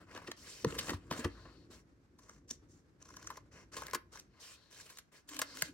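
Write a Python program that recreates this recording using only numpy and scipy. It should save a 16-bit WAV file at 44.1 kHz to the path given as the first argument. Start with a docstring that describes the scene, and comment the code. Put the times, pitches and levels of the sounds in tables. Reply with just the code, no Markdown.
"""Snips cutting cardstock

A scored sheet is turned and set down on a wooden table in a quiet room: it knocks, thuds and rumbles.
Small snips bite through it in short slips, snap shut and slide along it. Catching fibres hiss
and ring the sheet and the steel. Two microphone ports a few centimetres apart hear it from above."""
import sys
import numpy as np
from scipy import signal
from scipy.fft import rfft, irfft, next_fast_len
from scipy.io import wavfile

SR = 44100
rng = np.random.default_rng(int(sys.argv[2]) if len(sys.argv) > 2 else 0)


def store_wav(level_fs):
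    """Save 16-bit WAV to argv[1]."""
    pcm = np.round(np.clip(np.atleast_2d(level_fs), -1, 1) * 32767)
    wavfile.write(sys.argv[1], SR, pcm.T.astype(np.int16))


N = 252693

# room air spectrum: freq_hz, density_db
AIR_SPECTRUM = [(18, -16), (30, -0.5), (276, -7.5), (562, -16), (1620, -17), (3130, -28.5), (5740, -27.5),
                (9990, -37.5), (11400, -34.5), (16500, -65)]
# left-right likeness of the air: freq_hz, coherence
AIR_COHERENCE = [(60, 0.54), (500, 0.04), (3000, 0.029), (15000, 0.32)]
# table-top bounce, left then right: delay_s, gain_db
TABLE_BOUNCE = [(.0007, -10), (.0016, -10)]
# deep notch near 10 kHz, shallow dip near 14 kHz: centre_hz, width_hz, gain_db
TREBLE_NOTCHES = [(10130, 1170, -83), (13900, 2600, -10)]

# resonances: freq_hz, gain_db, t60_s
SHEET_LOW_MODES = [(54.1, -7.5, 0.59), (89.7, 3.5, 0.12), (157, 8, 0.043), (238.7, -2, 0.14),
                   (288.7, -4.5, 0.18), (355.8, -2, 0.11), (444.5, -2, 0.075), (490, 1.5, 0.059),
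                   (540, -3.5, 0.035)]
SHEET_MODES = [(820, 27, 0.0018), (945, 14, 0.016), (1330, 5.8, 0.0029), (1900, 7.7, 0.014),
               (2650, 9.7, 0.0052)]
FLAP_MODES = [(272, 0, .11), (302, 0, .11)]
SNIPS_MODES = [(456, 4, 0.022), (641, -5, 0.038), (852, -2, .015), (1053, 1, 0.028), (1467, -0.5, 0.016),
               (1662, -0.5, 0.024), (2134, 0.5, 0.027)]
BLADE_MODES = [(5880, 0, .004), (6550, -2, .004), (7050, -5, .003), (8690, -11, .003), (11300, -13, .002)]
# fibre hiss spectrum: freq_hz, density_db
HISS_SPECTRUM = [(1300, -16.5), (2200, -2), (4000, -1), (8000, 0), (11500, -4.5), (15500, -11),
                 (16500, -11)]
# snap over the fibres of a burst, body then treble: gain_db
CRACK_DB = [
    [19],
    [10],
]

# envelopes of the flexing sheet and the flap being cut free: time_s, level_db
FLEX_ENVELOPE = [(0.0, -63.5), (0.59, -64.5), (0.67, -52), (0.83, -47.5), (0.94, -59.5), (1.69, -60),
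                 (1.9, -67), (2.97, -68), (3.22, -63), (3.88, -62), (4.28, -68.5), (5.2, -78.5),
                 (5.33, -72), (5.49, -76), (5.73, -62.5)]
FLAP_ENVELOPE = [(5.26, -76), (5.328, -60), (5.424, -51.5), (5.516, -72), (5.558, -55.5), (5.573, -56),
                 (5.646, -90), (5.68, -55), (5.73, -69)]
# pushes on the whole sheet: start_s, peak_db, pitch_hz
THUDS = [(0.147, -42, 400), (0.282, -36.5, 352), (0.642, -20.5, 450), (0.652, -28.5, 221),
         (0.667, -26, 157), (0.722, -37, 440), (0.76, -38, 463), (0.89, -34, 305), (0.914, -30.5, 326),
         (0.939, -34.5, 94), (1.112, -31.5, 266), (1.186, -32.5, 253), (1.247, -30.5, 89.5),
         (1.252, -26, 348), (1.266, -50, 157), (1.696, -49.5, 324), (2.507, -47, 263), (3.764, -45, 450),
         (3.949, -37, 390), (5.391, -60, 550), (5.416, -44, 560), (5.573, -61, 272), (5.627, -43.5, 151)]
# sheet against table and hands: time_s, tap_db, crackle_db, t60_s, pitch_hz
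KNOCKS = [(0.149, -43, -41, 0.015, 1100), (0.175, -41, -37, 0.015, 1050), (0.27, -41.5, -37.5, 0.08, 2100),
          (0.28, -41, -60, 0.029, 1070), (0.315, -34.5, -32, 0.021, 1460),
          (0.646, -24.5, -19.5, 0.013, 1340), (0.723, -38.5, -44, 0.016, 2280),
          (0.786, -28.5, -24, 0.056, 2740), (0.868, -41, -41, 0.04, 1100), (0.883, -31, -36, 0.029, 1900),
          (0.892, -26, -29.5, 0.044, 1680), (0.902, -30, -30.5, 0.042, 1700),
          (0.933, -34, -37, 0.011, 1110), (1.11, -27.5, -29.5, 0.033, 1220), (1.121, -35, -36, .06, 1220),
          (1.244, -28, -28.5, 0.044, 1370), (1.453, -47, -69, 0.037, 945)]
# rubs: start_s, end_s, body_db, hiss_db, whisper_db, whisper_hz, swell_db
SLIDES = [(0.0, 0.06, -65.5, -73.5, -104, 5360, -22), (0.36, 0.63, -64.5, -58, -67, 5200, 5.5),
          (0.96, 1.1, -72, -80, -92, 5000, 10), (1.29, 1.65, -66.5, -103, -69.5, 4300, -7),
          (1.7, 1.8, -64.5, -64.5, -80, 5400, -5), (3.51, 3.635, -62, -79.5, -66.5, 5800, -1.5),
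          (4.27, 4.395, -77.5, -93, -84, 4460, 24), (4.395, 4.55, -66, -57, -68, 5200, -2),
          (4.55, 4.7, -75, -104, -71, 4100, 1), (5.115, 5.2, -67.5, -65, -87, 6000, -5.5),
          (5.44, 5.54, -64, -88, -57, 4700, 8)]  # smooth: skin or steel along the sheet
STROKES = [(0.06, 0.18, -60.5, -71.5, -74, 4900, 21), (0.18, 0.33, -63, -72, -80, 5200, 6),
           (0.66, 0.95, -55.5, -55.5, -78, 5570, 4.5), (1.1, 1.27, -52, -57, -81, 4230, -2),
           (2.175, 2.39, -74, -86, -74, 6200, 1.5), (2.475, 2.54, -74, -73, -62.5, 6400, 4),
           (2.68, 2.81, -104, -101, -75, 6300, -3), (2.995, 3.39, -69, -77, -72.5, 5950, 6),
           (3.715, 3.97, -60.5, -64, -76.5, 6100, -9.5), (4.115, 4.205, -65, -63.5, -68, 5700, 3),
           (4.7, 5.0, -70, -62.5, -95, 5400, -4.5), (5.272, 5.44, -63.5, -59, -75, 4770, 6.5),
           (5.54, 5.685, -62, -54.5, -74, 5800, -6)]  # rough: sheet scuffed or cut
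# blade bites and snaps: time_s, body_db, crackle_db, blade_db, t60_s, pitch_hz
BITES = [(2.188, -56, -55, -61, 0.077, 1010), (2.292, -45.5, -60, -42, 0.014, 1040),
         (2.49, -78, -71, -47, 0.011, 1690), (2.506, -51.5, -58, -25, 0.015, 1050),
         (3.023, -59, -71, -41, 0.0072, 1100), (3.052, -54, -54, -53, 0.027, 1050),
         (3.086, -52, -70, -49, 0.018, 1060), (3.101, -48.5, -54.5, -50, 0.041, 1070),
         (3.138, -49.5, -52, -51.5, 0.019, 1370), (3.165, -46.5, -45.5, -41, 0.022, 1150),
         (3.224, -52, -52, -46, 0.018, 1380), (3.243, -51, -66, -50, 0.015, 1400),
         (3.27, -42.5, -51, -34.5, 0.019, 1370), (3.302, -34, -40, -52, 0.07, 1050),
         (3.357, -50, -55, -70, 0.013, 1650), (3.37, -42.5, -42.5, -45, 0.04, 1020),
         (3.74, -42.5, -47, -45.5, 0.028, 1680), (3.766, -38, -32.5, -69, 0.17, 1010),
         (3.82, -34, -38, -60, 0.022, 1060), (3.834, -46, -38, -55, 0.017, 1650),
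         (3.867, -50, -32, -59, 0.016, 1700), (3.882, -40, -45, -57, 0.012, 1590),
         (3.899, -48, -43, -62, 0.011, 1650), (3.911, -53, -32, -62, 0.012, 2100),
         (3.933, -28, -30, -60.5, 0.053, 1110), (3.946, -26.5, -21.5, -60, 0.054, 1530),
         (4.152, -44.5, -54, -46, 0.053, 1020), (4.172, -45, -48, -53, 0.017, 1670),
         (4.195, -66, -66, -36, 0.01, 1660), (4.758, -54.5, -66, -53, 0.099, 1730),
         (4.798, -50, -54, -59, 0.038, 1750), (4.898, -50.5, -43.5, -67, 0.11, 1290),
         (4.972, -60, -35.5, -65, 0.0067, 1500), (4.985, -53, -34, -65, 0.05, 1220),
         (5.289, -52, -36, -69, 0.053, 1670), (5.344, -56, -37.5, -68, 0.047, 990),
         (5.364, -54, -31.5, -55, 0.02, 1040), (5.39, -35, -23.5, -59, 0.05, 945),
         (5.416, -26.5, -20, -57, 0.047, 1320), (5.571, -41, -34, -55, 0.015, 1520),
         (5.621, -23.5, -15.5, -50, 0.019, 1620)]

AIR_DB, ROOM_DB, ROOM_T60_S = -73, -17, .22
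RIGHT_LAG_S, BODY_PAN_DB, TREBLE_PAN_DB = .000085, 2.5, .3
LOW_WHISPER_HZ, LOW_WHISPER_PAN_DB = 4700, 7
RUB_COHERENCE = .4  # many contact spots: the ports share only part of the treble
GRIP_S, RELEASE_T60_S = .011, .11
PATCH_DB, PATCH_HZ = 3.5, 12
LEAD_S, SNAP_RISE_S, DRAG_RISE_S = .03, .0024, .011


def amp(db):
    """dB to gain."""
    return 10 ** (np.asarray(db) / 20)


def unit_rms(x):
    """Scale to rms 1."""
    return x / np.sqrt(np.mean(x ** 2) + 1e-20)


def peak_at(x, db):
    """Scale to a peak level."""
    return amp(db) * x / np.abs(x).max()


def pan(x, left_db):
    """Stereo level difference."""
    return x * amp([[left_db / 2], [-left_db / 2]])


def add(out, start_s, sound):
    """Mix in at start_s."""
    i = round(start_s * SR)
    out[:, i:i + sound.shape[1]] += sound[:, :N - i]


def delayed(x, delay_s):
    """Fractional delay of one channel."""
    size = next_fast_len(N + SR // 100)
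    hz = np.fft.rfftfreq(size, 1 / SR)
    return irfft(rfft(x, size) * np.exp(-2j * np.pi * hz * delay_s), size)[:N]


def bandpass(x, low_hz, high_hz):
    """First-order band-pass."""
    return signal.sosfilt(signal.butter(1, [low_hz, high_hz], "band", fs=SR, output="sos"), x)


def colour(x, spectrum):
    """Filter by (freq_hz, gain_db) points on a log-frequency axis."""
    size = next_fast_len(N)
    hz = np.maximum(np.arange(size // 2 + 1) * SR / size, 1)
    points_hz, points_db = np.transpose(spectrum)
    gain = amp(np.interp(np.log(hz), np.log(points_hz), points_db))
    return irfft(rfft(x, size) * gain, size)[..., :N]


def drift(rate_hz):
    """Slow random wander, rms 1."""
    r = np.exp(-2 * np.pi * rate_hz / SR)
    return unit_rms(signal.lfilter([1], [1, -2 * r, r * r], rng.standard_normal(N + 20000))[20000:])


def ring(force, modes):
    """Parallel decaying modes, signs alternating."""
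    out = 0
    for k, (hz, db, t60_s) in enumerate(modes):
        r = amp(-60 / (max(t60_s, .001) * SR))
        w = 2 * np.pi * hz / SR
        mode = signal.lfilter([0, amp(db) * np.sin(w)], [1, -2 * r * np.cos(w), r * r], force + 1e-18)
        out = out + (-1) ** k * mode
    return out


def near_pitch(modes, pitch_hz, db_per_oct):
    """Grip and strike point favour the modes near one pitch."""
    return [(hz, db - db_per_oct * abs(np.log2(hz / pitch_hz)), t60_s) for hz, db, t60_s in modes]


def room_air():
    """Low air noise of the house, most alike at both ports in the bass."""
    def share(sign):
        return [(hz, 10 * np.log10(1 + sign * coherence)) for hz, coherence in AIR_COHERENCE]
    mid, side = rng.standard_normal((2, N))
    stereo = colour(mid, share(1)) + colour(side, share(-1)) * [[1], [-1]]
    return amp(AIR_DB + 2 * drift(17)) * unit_rms(colour(stereo, AIR_SPECTRUM))


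def reverb(x):
    """Diffuse tail from table and walls, independent per port."""
    t = np.arange(round(.4 * SR)) / SR
    tail = rng.standard_normal((2, len(t))) * amp(-60 * t / ROOM_T60_S) * np.minimum(t / .0099, 1)
    tail = bandpass(tail, 250, 6000)
    tail /= np.sqrt(np.sum(tail ** 2, axis=1, keepdims=True))
    return signal.fftconvolve(x.mean(axis=0)[None], tail, axes=1)[:, :N]


def flexing():
    """The held sheet rumbles as it bends; the flap being cut free hums on two close modes."""
    t = np.arange(N) / SR
    damped_modes = [(hz, db, .32 * t60_s) for hz, db, t60_s in SHEET_LOW_MODES]
    rumble = unit_rms(ring(rng.standard_normal(N), damped_modes))
    flap = unit_rms(ring(rng.standard_normal(N), FLAP_MODES)) * amp(2.8 * drift(36))
    flap_db = np.interp(t, *np.transpose(FLAP_ENVELOPE), left=-120)
    rumble_db = np.interp(t, *np.transpose(FLEX_ENVELOPE)) + 2 * drift(6)
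    return pan(amp(rumble_db) * rumble + amp(flap_db) * flap, left_db=.94)


def thuds():
    """A push rings the sheet's low modes, tuned by the grip."""
    out = np.zeros((2, N))
    t = np.arange(round(.25 * SR)) / SR
    push = np.sin(np.pi * np.clip(t / .000067, 0, 1)) ** 2
    for start_s, peak_db, pitch_hz in THUDS:
        thud = ring(push, near_pitch(SHEET_LOW_MODES, pitch_hz, db_per_oct=17.5))
        add(out, start_s, pan(peak_at(thud, peak_db), left_db=.87))
    return out


def burst(rise_s, t60_s):
    """Tearing fibres swell to a snap just after LEAD_S, then die. Rows: body force, treble force."""
    t = np.arange(round(.2 * SR)) / SR - LEAD_S - rise_s / 3
    decay_s = max(t60_s, .002) * np.array([[1], [.8]])  # treble dies sooner
    envelope_db = np.where(t < 0, 30 * t / rise_s, -60 * t / decay_s)
    fibres = rng.standard_normal((2, len(t))) * amp(envelope_db)
    snap = np.arange(len(t)) == np.argmax(t >= 0)
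    return fibres + amp(CRACK_DB) * snap


def from_spot(treble):
    """A random spot on the sheet shifts the path to the right port by a few samples."""
    left, right = pan(treble, TREBLE_PAN_DB)
    return np.array([left, np.roll(right, rng.integers(-3, 2))])


def knocks():
    """The sheet hits table or hand, rings and crackles."""
    out = np.zeros((2, N))
    for time_s, tap_db, crackle_db, t60_s, pitch_hz in KNOCKS:
        tap, tear = burst(.2 * t60_s, t60_s)
        body = peak_at(ring(tap, near_pitch(SHEET_MODES, pitch_hz, db_per_oct=7)), tap_db)
        crackle = peak_at(bandpass(tear, 2400, 6000), crackle_db)
        add(out, time_s - LEAD_S, pan(body, BODY_PAN_DB) + from_spot(crackle))
    return out


def grains(per_s, spread_db):
    """Fibres catch and let go: random uneven clicks, rms 1."""
    sizes = amp(spread_db * np.minimum(rng.exponential(1, N), 4)) * rng.choice([-1, 1], N)
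    return unit_rms(sizes * (rng.random(N) < per_s / SR))


def moving_contact(x):
    """Bands swell and fade independently as the contact crosses the sheet."""
    edges_hz = np.geomspace(1000, 8000, 11)
    return x + sum((amp(PATCH_DB * drift(PATCH_HZ)) - 1) * bandpass(x, *band_hz)
                   for band_hz in zip(edges_hz, edges_hz[1:]))


def rubbing(rubs, arch_db):
    """Fibre grains shake snips and sheet, hiss, and whisper in a broad resonance."""
    t = np.arange(N) / SR
    snips = ring(grains(4700, 4.9), SNIPS_MODES)
    sheet = ring(grains(3700, 3.95), SHEET_MODES)
    common, *per_port = [grains(7800, .49) for _ in range(3)]
    shared = np.array([common, np.roll(common, -2)])
    fibres = np.sqrt(RUB_COHERENCE) * shared + np.sqrt(1 - RUB_COHERENCE) * np.array(per_port)
    hiss = moving_contact(unit_rms(colour(fibres, HISS_SPECTRUM)))
    body = moving_contact(unit_rms(snips + amp(-7) * sheet))
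    out = np.zeros((2, N))
    for start_s, end_s, body_db, hiss_db, whisper_db, whisper_hz, swell_db in rubs:
        span = slice(round(start_s * SR), round((end_s + RELEASE_T60_S) * SR))
        from_middle = np.clip((t[span] - start_s) / (end_s - start_s), 0, 1) - .5
        shape_db = swell_db * from_middle - arch_db * (2 * from_middle) ** 2
        release_db = -60 * np.maximum(t[span] - end_s, 0) / RELEASE_T60_S
        envelope = np.clip((t[span] - start_s) / GRIP_S, 0, 1) * amp(shape_db + release_db)
        whisper = unit_rms(bandpass(fibres[:, span], whisper_hz / 1.13, whisper_hz * 1.13))
        whisper = pan(whisper, LOW_WHISPER_PAN_DB * (whisper_hz < LOW_WHISPER_HZ))
        treble = amp(hiss_db) * hiss[:, span] + amp(whisper_db) * whisper
        out[:, span] += envelope * (pan(amp(body_db) * body[span], BODY_PAN_DB) + treble)
    return out


def slips(per_s, depth, t60_s):
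    """Sudden random slips, each dying fast: a gain of 1 or more."""
    jolts = np.minimum(rng.exponential(depth, N), 1.6 * depth) * (rng.random(N) < per_s / SR)
    return 1 + signal.lfilter([1], [1, -amp(-60 / (t60_s * SR))], jolts)


def bites():
    """Each bite crackles and rings the snips' body and blades."""
    out = np.zeros((2, N))
    for time_s, body_db, crackle_db, blade_db, t60_s, pitch_hz in BITES:
        # blades as loud as the body: a drag, not a snap
        rise_s = np.interp(blade_db - body_db, [-4, -1], [SNAP_RISE_S, DRAG_RISE_S])
        tap, tear = burst(rise_s, t60_s)
        db_per_oct = np.interp(body_db, [-31, -25], [14, 7])  # hard bites shake more modes
        body = peak_at(ring(tap, near_pitch(SNIPS_MODES, pitch_hz, db_per_oct)), body_db)
        crackle = peak_at(bandpass(tear, 2400, 12200), crackle_db)
        blades = peak_at(ring(tear, BLADE_MODES), blade_db)
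        add(out, time_s - LEAD_S, pan(body, BODY_PAN_DB) + from_spot(crackle + blades))
    return out


def scene():
    """Sheet and snips lie nearer the left port; the right one lags."""
    strokes = rubbing(STROKES, arch_db=5.5) * slips(per_s=260, depth=.6, t60_s=.025)
    slides = rubbing(SLIDES, arch_db=3.5) * amp(.16 * drift(25))
    bright = strokes + slides + knocks() + bites()
    bounce = np.array([amp(db) * delayed(x, delay_s) for x, (delay_s, db) in zip(bright, TABLE_BOUNCE)])
    near = bright + bounce + flexing() + thuds()
    ports = np.array([near[0], delayed(near[1], RIGHT_LAG_S)])
    return ports + amp(ROOM_DB) * reverb(near) + room_air()


def record(dry):
    """Microphone bass roll-off; then two treble notches and a steep top cut."""
    low_cut_hz, stop_hz = 45, 17100
    x = signal.sosfilt(signal.butter(3, low_cut_hz, "high", fs=SR, output="sos"), dry)
    for hz, width_hz, gain_db in TREBLE_NOTCHES:
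        x = x - (1 - amp(gain_db)) * signal.lfilter(*signal.iirpeak(hz, hz / width_hz, fs=SR), x)
    return signal.sosfilt(signal.cheby2(14, 70, stop_hz, fs=SR, output="sos"), x)


dry = scene()
out = record(dry)
store_wav(out)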